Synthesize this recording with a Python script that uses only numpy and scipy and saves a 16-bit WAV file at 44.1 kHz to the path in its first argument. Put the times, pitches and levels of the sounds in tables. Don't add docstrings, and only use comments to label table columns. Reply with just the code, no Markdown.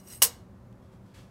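import sys
import numpy as np
from scipy import signal
from scipy.fft import rfft, irfft
from scipy.io import wavfile
from scipy.ndimage import uniform_filter1d

SR = 44100
rng = np.random.default_rng(int(sys.argv[2]) if len(sys.argv) > 2 else 0)


def generate_wav(sig):
    pcm = np.round(np.clip(np.atleast_2d(sig).T, -1, 1) * 32767).astype(np.int16)
    wavfile.write(sys.argv[1], SR, pcm)


N = 57330

# frequency in Hz, relative level in dB.
UTENSIL_COLOUR = [(150, -20), (380, -15), (600, -14.5), (800, -16), (1050, -5.5), (1600, -8.5),
                  (2300, -7.5), (3000, -3), (3500, -7), (4500, -2.5), (5700, 2), (7400, -3), (8200, 6.5),
                  (8800, -1), (10200, 1.5), (11000, -2), (12100, 1), (13300, -4), (15300, -2)]
FIRST_TOUCH_S = .2194


def clank(t):
    return rim_touch(t) + crock_and_steel(t) + jangle(t) + counter_thud(t)


def jangle(t):
    low, high = split(noise(UTENSIL_COLOUR), hz=1700)
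    ring = low * ringing(t, fade_s=.092) + high * ringing(t, fade_s=.075)
    crack = noise(UTENSIL_COLOUR) * ringing(t, fade_s=.008)
    return amp(-14) * ring + amp(-12.5) * crack


def crock_and_steel(t):
    # pitch in Hz, relative level in dB, seconds to fade by 60 dB.
    tones = [(453, -19, .2), (477, -20, .19), (1060, -22, .22), (1410, -20, .12), (2848, -17, .09),
             (4242, -12, .11), (5082, -13, .11), (5530, -5, .095), (5748, -7, .09), (6137, -11, .1),
             (6727, -6, .105), (6943, -12, .09), (7154, -8, .1), (8086, -4, .075), (8229, 1, .095),
             (8299, -6, .08), (8942, -9, .085), (9276, -5, .08), (9433, -3, .09), (9580, -8, .105),
             (10025, -7, .08), (10218, -2, .085), (10650, -9, .09), (11435, -8, .085), (11647, -3, .08),
             (11896, -7, .075), (12183, -2, .07), (12400, -1, .065), (12590, -8, .08), (12808, -9, .075),
             (14010, -7, .08), (14145, -6, .08), (14388, -7, .075), (15020, -7, .08), (15490, -8, .08)]
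    phases = rng.uniform(0, 2 * np.pi, len(tones))
    return amp(-24) * sum(amp(db) * ringing(t, fade_s) * np.sin(2 * np.pi * hz * t + phase)
                          for (hz, db, fade_s), phase in zip(tones, phases))


def rim_touch(t):
    # frequency in Hz, relative level in dB.
    knock_colour = [(300, -19.5), (600, -3), (1100, 0.5), (1500, -6.5), (2100, -5), (3000, -16),
                    (6000, -30)]
    clack_hz, clack_length_s = 2902, .0052
    age = t - FIRST_TOUCH_S
    swell = np.sin(np.pi * np.clip(age / clack_length_s, 0, 1))
    clack = swell * np.sin(2 * np.pi * clack_hz * age)
    knock = noise(knock_colour) * fade(age, fade_s=.035)
    return amp(-13.5) * clack + amp(-24) * knock


def counter_thud(t):
    # frequency in Hz, relative level in dB.
    thud_colour = [(60, -15.5), (110, 1.5), (220, -0.5), (400, -9.5), (800, -28.5)]
    return amp(-47.5) * noise(thud_colour) * ringing(t, fade_s=.1)


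def ringing(t, fade_s):
    # start in seconds, relative level in dB.
    contacts = [(0.2197, -6.5), (0.2212, -3.5), (0.2236, 1.5), (0.2264, -7.5), (0.2302, -7), (0.2336, -4.5),
                (0.2398, -9.5), (0.2465, -11), (0.2502, -13), (0.2690, -21.5)]
    return np.sqrt(sum((amp(db) * fade(t - start, fade_s)) ** 2 for start, db in contacts))


def slide(t):
    # time in seconds, level in dB.
    pressure = [(0, -57.5), (.02, -66.5), (.064, -60.5), (.076, -53.5), (.105, -47.5), (.156, -48.5),
                (.18, -56), (0.195, -62.5), (.218, -60)]
    # pitch in Hz, width in Hz, relative level in dB.
    utensil_peaks = [(2170, 140, -15), (2900, 150, -10), (4140, 80, -13), (5070, 60, -13),
                     (5640, 82, -11.5), (6650, 80, -10), (8220, 90, -3.5), (8700, 90, -7), (10150, 200, -7),
                     (11700, 90, -7.5), (14130, 80, -7)]
    slips_per_second, slip_spread_db = 1100, 3
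    slips = (rng.random(N) < slips_per_second / SR) * rng.choice([-1, 1], N)
    slips = slips * amp(slip_spread_db * rng.standard_normal(N))
    hiss = noise(UTENSIL_COLOUR) * amp(-3.5 + 2.5 * flutter(samples=130))
    times, levels_db = np.array(pressure).T
    loudness = amp(np.interp(t, times, levels_db)) * (t < FIRST_TOUCH_S)
    return unit(resonate(slips, utensil_peaks, t) + hiss) * loudness


def squeaks(t):
    # middle in seconds, half length in seconds, pitch in Hz, level in dB.
    squeak_list = [(.002, .006, 5750, -57), (.074, 0.0037, 5670, -52), (.105, 0.0021, 5750, -48),
                   (.129, 0.0057, 8190, -47.5), (.155, 0.0076, 8470, -43.5), (.175, .005, 8182, -48),
                   (.174, .015, 14130, -53.5), (.187, 0.021, 9630, -58)]
    sound = np.zeros(N)
    for middle, half_length, hz, db in squeak_list:
        swell = np.exp(-((t - middle) / half_length) ** 2)
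        sound += amp(db) * swell * np.sin(2 * np.pi * hz * t + .6 * flutter(samples=200))
    return sound


def kitchen_echo(sound, t):
    # frequency in Hz, relative level in dB.
    echo_colour = [(200, -0.5), (400, 6), (750, 7), (1300, 3.5), (2300, -0.5), (2950, -7), (3800, 0.5),
                   (5500, -5), (8000, -7), (15000, -10.5)]
    build_up_s = .032
    low, rest = split(noise(echo_colour), hz=3800)
    high, top = split(rest, hz=8500)
    tail = low * fade(t, fade_s=.34) + high * fade(t, fade_s=.29) + top * fade(t, fade_s=.23)
    tail *= np.minimum(t / build_up_s, 1)
    return amp(-21) * signal.fftconvolve(sound, tail / np.linalg.norm(tail))[:N]


def handling(t):
    # start in seconds, level in dB, then seconds to rise, hold and fade by 60 dB.
    rustles = [(0.814, -74.5, .01, 0.039, 0.41), (0.912, -71.5, .015, 0.01193, 0.1974),
               (1.038, -72.5, .02, 0.068, .3), (1.138, -59.5, .008, 0.048, 0.43)]
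    # pitch in Hz, width in Hz, relative level in dB.
    rustle_peaks = [(1720, 62, -0.5), (2705, 72, -3.5), (3350, 140, 1), (4400, 230, -2)]
    # frequency in Hz, relative level in dB.
    rustle_colour = [(400, -22), (1200, -0.5), (3000, -3.5), (5800, -6.5), (7200, -10), (8200, -8),
                     (9500, -16), (10600, -11), (12000, -19), (13200, -13), (15000, -25)]
    tick_colour = [(1500, -12), (3000, 4), (7000, 0), (12000, -8), (15000, -14)]
    tick_s = .7275
    tick = amp(-59.5) * noise(tick_colour) * fade(t - tick_s, fade_s=.0066)
    swell = np.zeros(N)
    for start, db, rise_s, hold_s, fade_s in rustles:
        rise = np.clip((t - start) / rise_s, 0, 1)
        fall = fade(np.maximum(t - start - rise_s - hold_s, 0), fade_s)
        swell += amp(db) * rise * fall
    ring = resonate(rng.standard_normal(N), rustle_peaks, t)
    rub = unit(noise(rustle_colour) + amp(-6) * ring)
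    return tick + rub * swell


def room_tone(t):
    # frequency in Hz, relative level in dB.
    rumble_colour = [(15, -44.5), (25, -18.5), (48, -5), (114, 1.5), (157, -8.5), (190, -0.5), (309, -14),
                     (373, -12.5), (405, -21.5), (531, -12.5), (714, -19.5), (1130, -22), (2910, -39.5),
                     (14400, -49.5), (16000, -54.5)]
    # pitch in Hz, level in dB.
    hum_tones = [(120, -65), (190, -65), (380, -67)]
    hum = sum(amp(db) * np.sqrt(2) * np.sin(2 * np.pi * hz * t + flutter(samples=6000))
              for hz, db in hum_tones)
    return amp(-51.5) * noise(rumble_colour) + hum


def amp(db):
    return 10 ** (np.asarray(db) / 20)


def unit(sound):
    return sound / np.sqrt(np.mean(sound ** 2))


def noise(colour):
    hz, db = np.array(colour, float).T
    frequencies = np.maximum(np.arange(N // 2 + 1) * SR / N, 1)
    gain = amp(np.interp(np.log(frequencies), np.log(hz), db))
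    return unit(irfft(rfft(rng.standard_normal(N)) * gain, N))


def fade(age, fade_s):
    return (age >= 0) * np.exp(-np.log(1000) * np.maximum(age, 0) / fade_s)


def split(sound, hz):
    frequencies = np.arange(N // 2 + 1) * SR / N
    low = irfft(rfft(sound) / (1 + (frequencies / hz) ** 4), N)
    return low, sound - low


def flutter(samples):
    return unit(uniform_filter1d(rng.standard_normal(N), samples))


def resonate(push, peaks, t):
    ring = sum(amp(db) * np.sqrt(width) * np.exp(-np.pi * width * t) * np.sin(2 * np.pi * hz * t)
               for hz, width, db in peaks)
    return unit(signal.fftconvolve(push, ring)[:N])


def scene():
    t = np.arange(N) / SR
    utensil = slide(t) + squeaks(t) + clank(t)
    return (utensil + kitchen_echo(utensil, t) + handling(t) + room_tone(t))[None]


def record(dry):
    top_hz = 15750
    return signal.sosfilt(signal.ellip(10, .2, 80, top_hz, fs=SR, output="sos"), dry)


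dry = scene()
out = record(dry)
generate_wav(out)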